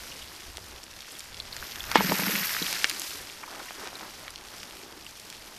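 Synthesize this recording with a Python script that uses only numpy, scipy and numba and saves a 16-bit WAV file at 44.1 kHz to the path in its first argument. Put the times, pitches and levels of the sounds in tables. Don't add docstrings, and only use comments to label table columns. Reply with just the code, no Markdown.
import sys
import numpy as np
from scipy import signal
from scipy.fft import rfft, irfft
from scipy.io import wavfile
from scipy.ndimage import uniform_filter1d
from numba import njit

SR = 44100
rng = np.random.default_rng(int(sys.argv[2]) if len(sys.argv) > 2 else 0)


def persist_wave(psi):
    counts = np.round(np.clip(psi, -1, 1) * 32767).astype(np.int16)
    wavfile.write(sys.argv[1], SR, np.atleast_2d(counts).T)


N = 246078

# time in seconds, vigour in dB.
VIGOUR = [(0.0, -44), (0.53, -48), (1.15, -48), (1.92, -40.5), (1.96, -34.5), (2.11, -32.5), (2.33, -32),
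          (2.56, -33), (2.77, -36.5), (3.0, -40), (3.09, -45), (3.9, -46.5), (4.62, -46.5), (5.58, -49)]
SIMMER_DB = -49
SPLASH_S = 1.957


def undb(db):
    return 10 ** (np.asarray(db) / 20)


def unit(x):
    return x / np.sqrt(np.mean(x ** 2))


def curves(table):
    s, *columns = np.transpose(table)
    return [np.interp(np.arange(N) / SR, s, column) for column in columns]


def colour(x, spectrum):
    hz, db = np.transpose(spectrum)
    f = np.maximum(np.arange(N // 2 + 1) * SR / N, 1)
    gain = undb(np.interp(np.log(f), np.log(hz), db))
    return unit(irfft(rfft(x) * gain, N))


def walk(rate):
    hold = int(SR / rate)
    steps = np.repeat(rng.standard_normal(N // hold + 1), hold)
    smooth = uniform_filter1d(uniform_filter1d(steps, hold), hold)
    return unit(smooth[:N])


@njit
def rings(start, hz, t60, size, rise, count):
    out = np.zeros(count)
    for k in range(len(start)):
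        turn = np.exp(2j * np.pi * hz[k] / SR - np.log(1000) / (t60[k] * SR))
        z, gap, shrink = size[k] + 0j, 1., np.exp(-hz[k] / (rise * SR))
        for i in range(int(start[k]), min(count, int(start[k] + t60[k] * SR * 2 / 3))):
            out[i] += z.imag * (1 - gap)
            z *= turn
            gap *= shrink
    return out


def above(x, hz):
    return signal.sosfilt(signal.butter(3, hz, "high", fs=SR, output="sos"), x)


def add(out, s, db, sound):
    i = int(s * SR)
    out[i:i + len(sound)] += undb(db) * sound[:N - i] / np.abs(sound).max()


def bubbles(hz, octaves, cycles, rate, scatter_db):
    when, pitch, chance = rng.random((40000, 3))[:int(rate * N / SR)].T
    octave = octaves * np.log(pitch / (1 - pitch) + 1e-9) / 2
    f = np.clip(hz * 2 ** octave, 150, 16000)
    size = undb(-scatter_db * np.log(1 - .998 * chance))
    grains = rings(when * N, f, 2 * cycles / f, size, 0.31, count=N)
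    return unit(above(grains, 0.4 * hz))


def follow(layer):
    follow_rows = {"wet": (-68.5, 1.77, 0.026), "large": (-57.5, 1.23, -0.047),
                   "middle": (-56.5, 0.7, 0.089), "small": (-54, 1.07, 0.071), "hiss": (-57, 0.98, 0.14),
                   "roar": (-57, 0.52, -0.094)}
    db, slope, lag_s = follow_rows[layer]
    s, vigour_db = np.transpose(VIGOUR)
    delayed_db = np.interp(np.arange(N) / SR - lag_s, s, vigour_db)
    return db + slope * (delayed_db - SIMMER_DB)


def spits(rate, scatter_db, tail_ms):
    when, chance = rng.random((4000, 2)).T
    kicks = np.zeros(N)
    alive = np.arange(len(when)) < rate * N / SR
    size = undb(-scatter_db * np.log(1 - .96 * chance))
    np.add.at(kicks, (when * N).astype(int), alive * size)
    decay = np.exp(-1000 / (max(tail_ms, .1) * SR))
    return signal.lfilter([1], [1, -decay], uniform_filter1d(kicks, size=60))


def frying():
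    # time in seconds, level in dB.
    flare = [(1.55, -55.5), (1.74, -53), (1.95, -46.5), (2.09, -37.5), (2.19, -39), (2.35, -34.5),
             (2.49, -36.5), (2.63, -41.5), (2.9, -75), (3.09, -54), (3.2, -74)]
    # frequency in Hz, relative level in dB per Hz.
    steam_spectrum = [(9000, -16.5), (10500, -3), (11700, 9.5), (13000, 8), (14400, 2), (15300, -11)]
    # frequency in Hz, relative level in dB per Hz.
    hiss_spectrum = [(5000, -11), (7000, -5.5), (10000, -4.5), (13500, -5), (14300, -21), (14600, -45)]
    sizes = {"wet": (2270, 0.091, 2.6, 1500., 5.3), "large": (1890, 0.41, 3.6, 1400., 2),
             "middle": (3300, 0.36, 6.7, 2200, 0.93), "small": (5230, 0.24, 6.4, 3000., 2.66)}
    steam_db, = curves([(flare[0][0] - .15, -80), *flare, (flare[-1][0] + 0.17, -80)])
    spit = spits(rate=89.0, scatter_db=4.1, tail_ms=1.82)
    boil = sum(undb(follow(layer)) * bubbles(*size) for layer, size in sizes.items())
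    boil = signal.sosfilt(signal.butter(6, 9500, fs=SR, output="sos"), boil)
    fine_hiss = undb(follow("hiss")) * colour(rng.standard_normal(N), hiss_spectrum)
    steam = undb(steam_db) * colour(rng.standard_normal(N), steam_spectrum)
    seething = undb(1.3 * walk(9))
    hiss_flutter = undb(0.58 * walk(25.4))
    return seething * ((1 + .25 * spit) * boil + (1 + .5 * spit) * hiss_flutter * (fine_hiss + steam))


def air():
    # frequency in Hz, relative level in dB per Hz.
    roar_spectrum = [(70, -10.5), (130, -4), (230, -2.5), (345, -8), (560, -4.5), (900, -5.5), (1200, -11),
                     (2500, -44)]
    # frequency in Hz, relative level in dB per Hz.
    wind_spectrum = [(12, -1), (26, -1.5), (48, 3.5), (110, -2), (200, -40)]
    # centre in seconds, level in dB added to the breeze, length in seconds.
    gusts = [(0.47, -53, 0.058), (0.62, -64, 0.26), (1.3, -83, 2.6), (1.44, -50, 0.13), (1.617, -48, 0.094),
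             (1.85, -56, 0.31)]
    breeze_db = -61.5
    t = np.arange(N) / SR
    wind = undb(breeze_db) + sum(undb(db) * np.exp(-(2 * (t - s) / length) ** 2) for s, db, length in gusts)
    roar = undb(follow("roar") + 1.5 * walk(16)) * colour(rng.standard_normal(N), roar_spectrum)
    return roar + wind * undb(3.4 * walk(14.)) * colour(rng.standard_normal(N), wind_spectrum)


def rustle():
    # time in seconds, slipping in dB, hollow taps in dB.
    gathering = [(0, -64.5, -61.5), (.7, -52.5, -57.5), (1.1, -64, -62), (2.8, -51, -59), (3.15, -56, -54),
                 (3.45, -52.5, -57.5), (3.85, -48.5, -53), (4.25, -51, -61), (4.36, -54, -58.5),
                 (4.5, -55.5, -61), (4.75, -54.5, -52.5), (5.2, -64, -63.5), (5.58, -56, -59.5)]
    slices_db, bowl_db = curves(gathering)
    patches = undb(2.7 * walk(22.11))
    slipping = bubbles(hz=1210, octaves=0.57, cycles=2, rate=900, scatter_db=1.6)
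    taps = bubbles(hz=358, octaves=0.17, cycles=4, rate=140., scatter_db=0.56)
    return patches * (undb(slices_db) * slipping + undb(bowl_db) * taps)


def crackle(count=420):
    level_db, scatter_db, centre_hz, octaves = -37, 1.5, 3990, 0.356
    level_follow, crowd = 0.75, .5
    when, loud, spread = rng.random((count, 3)).T
    t = np.arange(0, N - 1, 100) / SR
    vigour_s, vigour_db = np.transpose(VIGOUR)
    busy = np.cumsum(undb(crowd * np.interp(t, vigour_s, vigour_db)))
    s = np.interp(when * busy[-1], busy, t)
    lift_db = np.interp(s, vigour_s, vigour_db) - SIMMER_DB
    hz = centre_hz * 2 ** (octaves * rng.standard_normal(count))
    peak_db = level_db + level_follow * lift_db - scatter_db * np.log(1 - .95 * loud)
    pitch_spread = np.where(s < SPLASH_S, .14, .24) + 0.826 * spread
    return np.transpose([s, peak_db, hz, pitch_spread])


def pops(count=12):
    # start in seconds, peak in dB, pitch in Hz, nominal pitch spread in octaves.
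    bursts = [(0.5712, -20.5, 4800, 0.79), (0.5815, -28, 1070, 0.93), (0.8395, -29.5, 8060, 0.27),
              (1.188, -28, 10900, 0.25), (1.0061, -26.5, 4400, 0.23), (1.1206, -28, 9300, 0.28),
              (1.1526, -34, 3450, 0.13), (1.1942, -23, 6440, 0.34), (1.2054, -26, 5400, 0.76),
              (1.3448, -25, 3640, 0.29), (1.4007, -21, 3910, 0.13), (1.5276, -26.5, 4320, 0.14),
              (1.5661, -18.5, 3470, 1.03), (1.6266, -25.5, 1440, 0.21), (1.7204, -22.5, 4150, 0.29),
              (1.7585, -20.5, 3660, 1.1), (1.8051, -23, 3330, 0.11), (1.8402, -20.5, 2860, 0.8),
              (1.916, -10, 2800, 1.05), (1.9572, -12, 4560, 0.57), (2.0968, -13.5, 2180, 0.63),
              (2.5663, -16, 1590, 0.17), (2.6252, -16, 3810, 0.11), (2.6655, -16.5, 3280, 0.36),
              (2.8158, -25, 3020, 0.24), (2.8439, -1, 2780, 0.6), (2.8971, -11, 6200, 0.66),
              (2.9017, -14.5, 2660, 0.65), (2.913, -19, 3520, 0.75), (2.9967, -14.5, 8250, 0.47),
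              (3.0186, -17, 5650, 0.75), (3.1388, -24, 5360, 0.23), (3.299, -27, 2770, 0.26),
              (3.7079, -25, 1160, 0.87), (3.8739, -21.5, 3250, 0.58), (3.93, -29.5, 885, 0.53),
              (4.01, -31, 1500, 0.21), (3.9542, -30, 4060, 0.13), (4.2806, -21.5, 2270, 0.6),
              (4.3055, -25, 6800, 0.67), (4.3589, -23, 3940, 0.38), (4.6317, -23.5, 2900, 0.77),
              (5.0646, -31.5, 2940, 0.1), (5.1995, -26, 6210, 0.53), (5.3015, -23, 5350, 0.65),
              (5.3267, -26, 3660, 0.83)]
    # start in seconds, peak in dB before scattering, pitch in Hz, nominal spread in octaves.
    sputters = [(0.113, -32, 2915, 0.21), (0.214, -34, 3180, 0.188), (1.9483, -16.5, 3300, 0.618),
                (2.8449, -23, 2230, 0.57), (3.431, -28.5, 1460, 0.57), (3.476, -36, 1120, 0.18),
                (3.595, -32, 1290, 0.55), (3.681, -35, 2130, 0.3)]
    sputter_ms, pop_ms, pop_slope = 9.7, 0.502, 0.557
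    out = np.zeros(N)
    cluster = np.linspace(-1, 1, count)
    brief = [(*p, pop_ms / max(p[3], .05) ** pop_slope) for p in [*bursts, *crackle()]]
    rows = [(*p, sputter_ms) for p in sputters] + brief
    for (s, db, hz, octaves, ms), (detune, delay) in zip(rows, rng.random((len(rows), 2, count))):
        octave = 1.21 * octaves * (cluster + 0.67 * (detune - .5))
        f = np.clip(hz * 2 ** octave, 300, 14000)
        start = 0.97 * delay * max(ms - 1.2, 0) * SR / 1000
        t60 = 12.5 * ms / (1 + 0.78 * ms * octaves) / 1000
        burst = rings(start, f, np.full(count, t60), np.ones(count), 0.085, count=3000)
        add(out, s, db, above(burst, 0.88 * f[0]))
    t = np.arange(1500) / SR
    walls = undb(-31.0) * rng.standard_normal(len(t)) * np.exp(-t / 0.004) * (t > .0006)
    return out + signal.fftconvolve(out, walls)[:N]


def splash():
    level_db, rise_s, fall_s = -18, 0.0022, 0.019
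    t = np.arange(N) / SR - SPLASH_S
    shape = np.exp(np.where(t < 0, t / rise_s, -t / fall_s))
    spatter = bubbles(hz=2570, octaves=1.0, cycles=6.8, rate=3600.0, scatter_db=1.9)
    return undb(level_db) * shape * spatter


def thuds():
    # start in seconds, peak in dB, nominal contact time in ms.
    strikes = [(1.9567, 0, 0.32), (2.0071, -10.5, 0.66), (2.1203, -11, 0.69), (2.194, -23, 0.64),
               (2.222, -22, 1.3), (2.27, -26, 0.45), (2.617, -26, 2.6), (2.8431, -29.5, 1.7)]
    # nominal frequency in Hz, relative level in dB, 60 dB decay in seconds.
    pot = [(342, -3.5, 0.026), (485, -5, 0.032), (660, -15, 0.042), (890, -5.5, 0.066), (963, -0.5, 0.026),
           (1140, 10.5, 0.0059), (1690, 6.5, 0.011), (2170, -13, 0.26), (2480, -7, 0.051)]
    out = np.zeros(N)
    hz, db, t60 = np.transpose(pot)
    chance = rng.standard_normal((len(strikes), len(pot)))
    for (s, peak_db, contact_ms), detune in zip(strikes, chance):
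        ring = rings(0 * hz, hz * (1 + 0.0095 * detune), t60, undb(db), 0.092, count=6000)
        push = np.hanning(int(max(contact_ms, .05) * SR / 1000) + 3)
        add(out, s, peak_db, -above(np.convolve(ring, push), 287))
    return out


def gulps():
    # start in seconds, peak in dB before flutter, lower pitch in Hz.
    pockets = [(1.957, -27.5, 254), (1.985, -20, 198), (2.044, -23.5, 185), (2.094, -24.5, 193),
               (2.122, -24, 193), (2.192, -27.5, 187), (2.232, -29, 190), (2.271, -23.5, 209),
               (2.335, -28.5, 218), (2.375, -30.5, 204), (2.409, -35, 186), (2.616, -32.5, 178)]
    churn_db, linger_s = -5.5, 0.046
    out = np.zeros(N)
    for s, db, hz in pockets:
        pitches, t60 = hz * np.array([1, 1.25]), np.array([.07, .045])
        add(out, s, db, rings(np.zeros(2), pitches, t60, np.array([1, .55]), 2.2, count=8000))
    out = out * undb(1.1 * walk(60))
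    power = uniform_filter1d(out ** 2, size=int(linger_s * SR))
    stir = np.sqrt(np.maximum(power, 0))
    churn = bubbles(hz=356, octaves=0.94, cycles=4.1, rate=300, scatter_db=3.3)
    return out + undb(churn_db) * stir * churn


def scene():
    return (frying() + pops() + thuds() + splash() + gulps() + rustle() + air())[None]


def record(dry):
    low_pass = signal.ellip(10, .2, 60, 15150, fs=SR, output="sos")
    return signal.sosfilt(low_pass, np.clip(dry, -1, 1))


dry = scene()
out = record(dry)
persist_wave(out)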